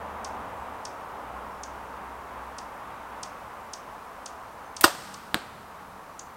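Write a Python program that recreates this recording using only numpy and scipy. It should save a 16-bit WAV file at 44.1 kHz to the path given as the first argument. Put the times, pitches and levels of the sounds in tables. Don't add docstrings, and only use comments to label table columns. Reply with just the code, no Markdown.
import sys
import numpy as np
from scipy import signal
from scipy.fft import rfft, irfft
from scipy.io import wavfile

SR = 44100
rng = np.random.default_rng(int(sys.argv[2]) if len(sys.argv) > 2 else 0)


def generate_wav(signal):
    frames = np.transpose(np.atleast_2d(signal))
    scaled = np.clip(frames, -1, 1) * 32767
    pcm = np.round(scaled).astype(np.int16)
    wavfile.write(sys.argv[1], SR, pcm)


N = 280476
TIME = np.arange(N) / SR

# start_s, ring_db, crack_db, crack_t60_s
BLOWS = [(4.8392, -20, -19.5, 0.0091), (4.8413, 1, -5.5, 0.014), (4.8456, -26, -8, 0.012),
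         (4.8506, -27, -18.5, .04)]
# start_s, smack_db, thump_db
TARGET = (5.3443, 6.2, -22)


def undb(db):
    return 10 ** (np.asarray(db) / 20)


def unit(x):
    return x / np.sqrt(np.mean(x ** 2))


def seconds(size):
    return np.arange(size) / SR


def fade(t, t60):
    return np.exp(-np.log(1000) * t / max(t60, 1 / SR))


def envelope(t, length_s, attack_s, release_s):
    return np.clip(np.minimum(t / attack_s, (length_s - t) / release_s), 0, 1)


def walk(rate):
    knots = rng.standard_normal(1024)
    return np.interp(TIME * rate, np.arange(len(knots)), knots)


def add(track, s, sound):
    start = int(round(s * SR))
    track[start:start + len(sound)] += sound[:N - start]


def on_log_axis(hz, points_hz, values):
    return np.interp(np.log(hz + 1), np.log(points_hz), values)


def response(points, size=1024):
    hz = np.fft.rfftfreq(size, 1 / SR)
    log_gain = np.log(undb(on_log_axis(hz, *np.transpose(points))))
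    cepstrum = irfft(log_gain)
    cepstrum[1:size // 2] *= 2
    cepstrum[size // 2 + 1:] = 0
    impulse = irfft(np.exp(rfft(cepstrum)))
    return impulse / np.linalg.norm(impulse)


def colour(x, points, size=1024):
    return signal.oaconvolve(x, response(points, size=size))[:len(x)]


def cut(x, hz, kind, order=2):
    sections = signal.butter(order, min(hz, .45 * SR), kind, fs=SR, output="sos")
    return signal.sosfilt(sections, x)


def crack(points, t60):
    t = seconds(size=4096)
    return colour(rng.choice([-1, 1], len(t)) * fade(t, t60), points)


def burst(s, power):
    out = np.zeros(N)
    add(out, s, response(power))
    return out


def hiss(db=-60, channel_db=-76):
    # pitch_hz, relative_db
    hiss_colour = [(100, -7), (2500, 0), (4000, 4.5), (7000, 1), (11000, 0), (16000, -3)]
    microphone = undb(db) * colour(rng.standard_normal(N), hiss_colour)
    separate = undb(channel_db) * rng.standard_normal((2, N))
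    return microphone + separate


def road(split_hz=1000, waver_db=.5, rumble_db=-62):
    # pitch_hz, relative_db
    road_colour = [(15, -52), (25, -20.5), (64, -8), (96, -14), (119, -10.5), (140, -17.5), (197, -10),
                   (306, -11), (331, -14), (430, -8.5), (629, -6), (900, -1), (1150, -2.5), (1850, -14),
                   (3000, -24), (3900, -32), (6600, -120)]
    # pitch_hz, relative_db
    rumble_colour = [(25, -8), (80, -4), (200, 0.5), (380, -5), (1500, -42), (5000, -64)]
    body_start_db, body_fade_db_per_s = -39.5, 1.39
    upper_start_db, upper_fade_db_per_s = -42.5, 1.0
    swell_at_s, swell_width_s, swell_peak_db = 3.02, 0.68, 2

    swell_db = swell_peak_db * np.exp(-((TIME - swell_at_s) / swell_width_s) ** 2)
    body_db = body_start_db - body_fade_db_per_s * TIME
    upper_db = upper_start_db - upper_fade_db_per_s * TIME + swell_db
    body = cut(colour(rng.standard_normal(N), road_colour, size=4096), split_hz, "low", order=3)
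    upper = cut(colour(rng.standard_normal(N), road_colour, size=4096), split_hz, "high", order=3)
    tyres = unit(body) * undb(body_db) + unit(upper) * undb(upper_db)
    rumble = colour(rng.standard_normal(N), rumble_colour, size=4096)
    return tyres * undb(waver_db * walk(9)) + undb(rumble_db + swell_db) * rumble


def engines(waver_db=2):
    # start_s, length_s, start_pitch_hz, level_db (rms)
    hums = [(-.25, 1.3, 76, -55), (-.25, 0.79, 206, -56.5), (1.05, .6, 62, -55), (1.4, 1.3, 65.3, -54.5),
            (2.452, 1.3, 61, -64.5), (4.501, 2.3, 79, -66.5), (4.854, .7, 194, -60),
            (5.656, 0.49, 190.5, -56.5)]
    attack_s, release_s, sag_hz_per_s = 0.23, 0.26, 2.3
    out = np.zeros(N)
    for s, length, start_hz, db in hums:
        t = TIME - s
        pitch_hz = start_hz - sag_hz_per_s * t
        tone = np.sqrt(2) * np.sin(2 * np.pi * np.cumsum(pitch_hz) / SR)
        level = undb(db + waver_db * walk(24))
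        out += level * envelope(t, length, attack_s, release_s) * tone
    return out


def peeps(quaver=0.011):
    # start_s, pitch_hz, level_db (before scene() sets the overall level), length_s
    peep_list = [(0.547, 7900, -67, .1), (1.489, 5430, -61, 0.047), (3.271, 2570, -59, 0.14),
                 (4.64, 6230, -61, 0.026)]
    out = np.zeros(N)
    for s, hz, db, length in peep_list:
        swell = np.hanning(int(length * SR))
        pitch_hz = hz * (1 + quaver * walk(140)[:len(swell)])
        add(out, s, undb(db) * swell * np.sin(2 * np.pi * np.cumsum(pitch_hz) / SR))
    return out


def bird(second_db=-1, third_db=-14, throat_width_hz=1100, plunge_power=1.52):
    # start_s, level_db, throat_hz, throat_height_db
    chip_list = [(0.2443, -35, 5870, 7.5), (0.8502, -35.5, 5600, 10), (1.6324, -38, 6200, 12.5),
                 (2.5822, -37, 5530, 6.5), (3.2296, -32.5, 5800, 7), (3.7327, -34.5, 5820, 10),
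                 (4.258, -34, 6230, 6), (4.764, -33.5, 5860, 6.5), (5.1394, -37.5, 5500, 2.5),
                 (6.1913, -41.5, 6700, 17.5)]
    # pitch_hz, gain_db
    beak_colour = [(2000, -18), (3100, -6), (4300, -3), (6300, -1.5), (7400, -3.5), (8600, -0.5),
                   (9600, -6), (11000, -14), (14000, -32)]
    top_hz, bottom_hz, plunge_s = 10330, 2188, .0033
    length_s, attack_s, release_s = 0.012, .0008, .006

    out, t = np.zeros(N), seconds(size=600)
    pitch_hz = bottom_hz + (top_hz - bottom_hz) * np.exp(-(t / plunge_s) ** plunge_power)
    shape = envelope(t, length_s, attack_s, release_s)
    for s, db, throat_hz, height_db in chip_list:
        for k, harmonic_db in enumerate([0, second_db, third_db], 1):
            hz = k * pitch_hz
            throat_db = height_db / (1 + (2 * (hz - throat_hz) / throat_width_hz) ** 2)
            beak_db = on_log_axis(hz, *np.transpose(beak_colour))
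            tone = (hz < SR / 2) * np.sin(2 * np.pi * np.cumsum(hz) / SR)
            add(out, s, undb(db + harmonic_db + throat_db + beak_db) * shape * tone)
    return out


def forest(patchy=0.25, near_rise_s=0.0011, far_rise_s=0.1):
    # pitch_hz, near_db, near_t60_s, far_db, far_t60_s
    scatter = [(150, -15, .2, -5, 3.7), (350, -11, 0.31, -22, 1.3), (700, 2, 0.18, -43, 1.3),
               (1440, -8.5, 0.22, -14.5, 1.7), (3500, -10.5, 0.2, -21.5, 1.3), (7950, -11, 0.19, -21, 1.04),
               (14000, -12.5, .19, -26, 2.1)]
    t = seconds(size=65536)
    hz = np.fft.rfftfreq(len(t), 1 / SR)
    patches = np.exp(patchy * rng.standard_normal(len(t)))
    echoes = rfft(unit(rng.standard_normal(len(t)) * patches))
    near, far = 0, 0
    for share, (_, near_db, near_t60, far_db, far_t60) in zip(np.eye(len(scatter)), scatter):
        band = irfft(echoes * on_log_axis(hz, np.transpose(scatter)[0], share))
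        brush = fade(t, near_t60) * (1 - np.exp(-t / near_rise_s))
        trunks = fade(t, far_t60) * (1 - np.exp(-t / far_rise_s))
        near = near + band * undb(near_db) * brush / np.linalg.norm(brush)
        far = far + band * undb(far_db) * trunks / np.linalg.norm(trunks)
    return near, far


def among_trees(sound, echoes, near_db, far_db):
    near, far = echoes
    return signal.oaconvolve(sound, undb(near_db) * near + undb(far_db) * far)[:N]


def target(crunch_db=-29, crunch_t60=0.075, ground_share=0.39, thud_attack_s=0.0019):
    # pitch_hz, relative_db
    smack_colour = [(60, -11), (220, 7), (550, -1.5), (1600, 4), (2500, -8), (3700, -0.5), (4900, -6.5),
                    (6300, -32), (8400, -10.5), (10500, -22), (13000, -13), (16000, -33)]
    # pitch_hz, relative_db
    crunch_colour = [(100, -8), (500, -5), (1600, 3), (2600, -11), (4500, -13), (7000, -16), (16000, -27)]
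    # delay_s, length_s, start_pitch_hz, level_db (relative to the thump)
    thuds = [(0, 0.004, 290, -1), (.007, 0.02, 454, -4)]
    thud_sag_s = 0.013

    out, t = np.zeros(N), seconds(size=1400)
    s, smack_db, thump_db = TARGET
    smack = undb(smack_db) * response(smack_colour)
    add(out, s, smack)
    add(out, s + .00018, -ground_share * smack)
    add(out, s, undb(crunch_db) * crack(crunch_colour, crunch_t60))
    for delay, length, start_hz, db in thuds:
        pitch_hz = start_hz * np.exp(-t / thud_sag_s)
        shape = envelope(t, length, thud_attack_s, length - thud_attack_s)
        add(out, s + delay, undb(thump_db + db) * shape * np.sin(2 * np.pi * np.cumsum(pitch_hz) / SR))
    return out


def strike():
    # pitch_hz, relative_db
    strike_power = [(40, -22), (120, -2.5), (300, 1), (550, -2), (1500, 1), (2400, -3.5), (4200, -2.5),
                    (6000, -17), (8500, -11), (11000, -24), (16000, -27)]
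    far_echoes = forest(patchy=.29, near_rise_s=.012, far_rise_s=0.056)
    wash = among_trees(burst(TARGET[0], strike_power), far_echoes, near_db=1.5, far_db=7.5)
    return target() + wash


def release():
    # start_s, level_db, t60_s
    clicks = [(4.8101, -8.5, 0.0024), (4.8125, -18.5, 0.02), (4.822, -28, .008)]
    # pitch_hz, relative_db
    click_colour = [(300, -16), (1500, -5.5), (3500, -4.5), (6500, -9), (8400, -2), (10700, -2),
                    (13500, -1), (16000, -4)]
    out = np.zeros(N)
    for s, db, t60 in clicks:
        add(out, s, undb(db) * crack(click_colour, t60))
    return out


def slide(scrape_db=1, climb_power=2.71, swell_power=1.1):
    start_s, length_s, level_db = 4.832, .0095, -23
    from_hz, to_hz = 1800, 6150
    out = np.zeros(N)
    progress = np.linspace(0, 1, int(length_s * SR))
    pitch_hz = from_hz + (to_hz - from_hz) * progress ** climb_power
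    whistle = np.sin(2 * np.pi * np.cumsum(pitch_hz) / SR)
    scrape = undb(scrape_db) * rng.standard_normal(len(pitch_hz))
    add(out, start_s, undb(level_db) * progress ** swell_power * (whistle + scrape))
    return out


def bow(contact_s=0.00022, lowest_hz=80):
    # pitch_hz, level_db (relative to the blow's ring), t60_s
    bow_modes = [(104, -25.5, 0.05), (275, -12, 0.028), (336, -8.5, 0.041), (565, -26, 0.22),
                 (735, -26, 0.21), (1030, -23, 0.059), (1226, -4.5, 0.03), (1450, -2, 0.018),
                 (1410, -26, .11), (1644, -15.5, 0.043), (1870, -20, 0.058), (2725, -15, 0.038),
                 (2950, -25, .04), (3710, -22, 0.052), (4000, -38, 0.044), (4780, -14.5, 0.051),
                 (4980, -21, .06), (5270, -22.5, 0.062), (7630, -31, .04), (8000, -31, .06),
                 (8030, -27, .04), (8368, -27, .05)]
    # pitch_hz, relative_db
    crack_colour = [(100, -1), (300, -3.5), (900, 6.5), (1500, -0.5), (2250, -9), (2900, -2.5), (4900, -3),
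                    (6900, -14), (8300, 1.5), (10500, -17.5), (13000, -5), (16000, -24)]
    out, t = np.zeros(N), seconds(size=12000)
    ring = np.zeros(len(t))
    for k, (hz, db, t60) in enumerate(bow_modes):
        ring += (-1) ** k * undb(db) * fade(t, t60) * np.sin(2 * np.pi * hz * t)
    ring = ring * (1 - np.exp(-t / contact_s))
    for s, ring_db, crack_db, t60 in BLOWS:
        add(out, s, undb(ring_db) * ring)
        add(out, s, undb(crack_db) * crack(crack_colour, t60))
    return cut(out, lowest_hz, "high")


def shot(echoes):
    # delay_s, level_db (relative to the direct sound)
    trunk_echoes = [(0.0367, -22.5), (0.109, -33)]
    # pitch_hz, relative_db
    shot_power = [(40, -25), (120, -9), (300, 0.5), (700, -0.5), (1400, 4), (2250, -4.5), (3200, 0.5),
                  (5000, 1), (7000, -5), (8500, 0), (10500, -12), (13500, -5), (16000, -21)]
    click, slam = release(), slide() + bow()
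    out = click + slam + among_trees(click, echoes, near_db=1.0, far_db=-6)
    for delay, db in trunk_echoes:
        add(out, delay, undb(db) * slam)
    return out + among_trees(burst(BLOWS[1][0], shot_power), echoes, near_db=16.0, far_db=15.5)


def scene():
    echoes = forest()
    chips = bird()
    birds = chips + among_trees(chips + undb(7) * peeps(), echoes, near_db=4.0, far_db=0)
    return hiss() + road() + engines() + birds + strike() + shot(echoes)


def record(dry):
    top_hz = 15950
    clipped = np.clip(dry, -1, 1)
    return signal.sosfilt(signal.ellip(10, .2, 80, top_hz, fs=SR, output="sos"), clipped)


dry = scene()
out = record(dry)
generate_wav(out)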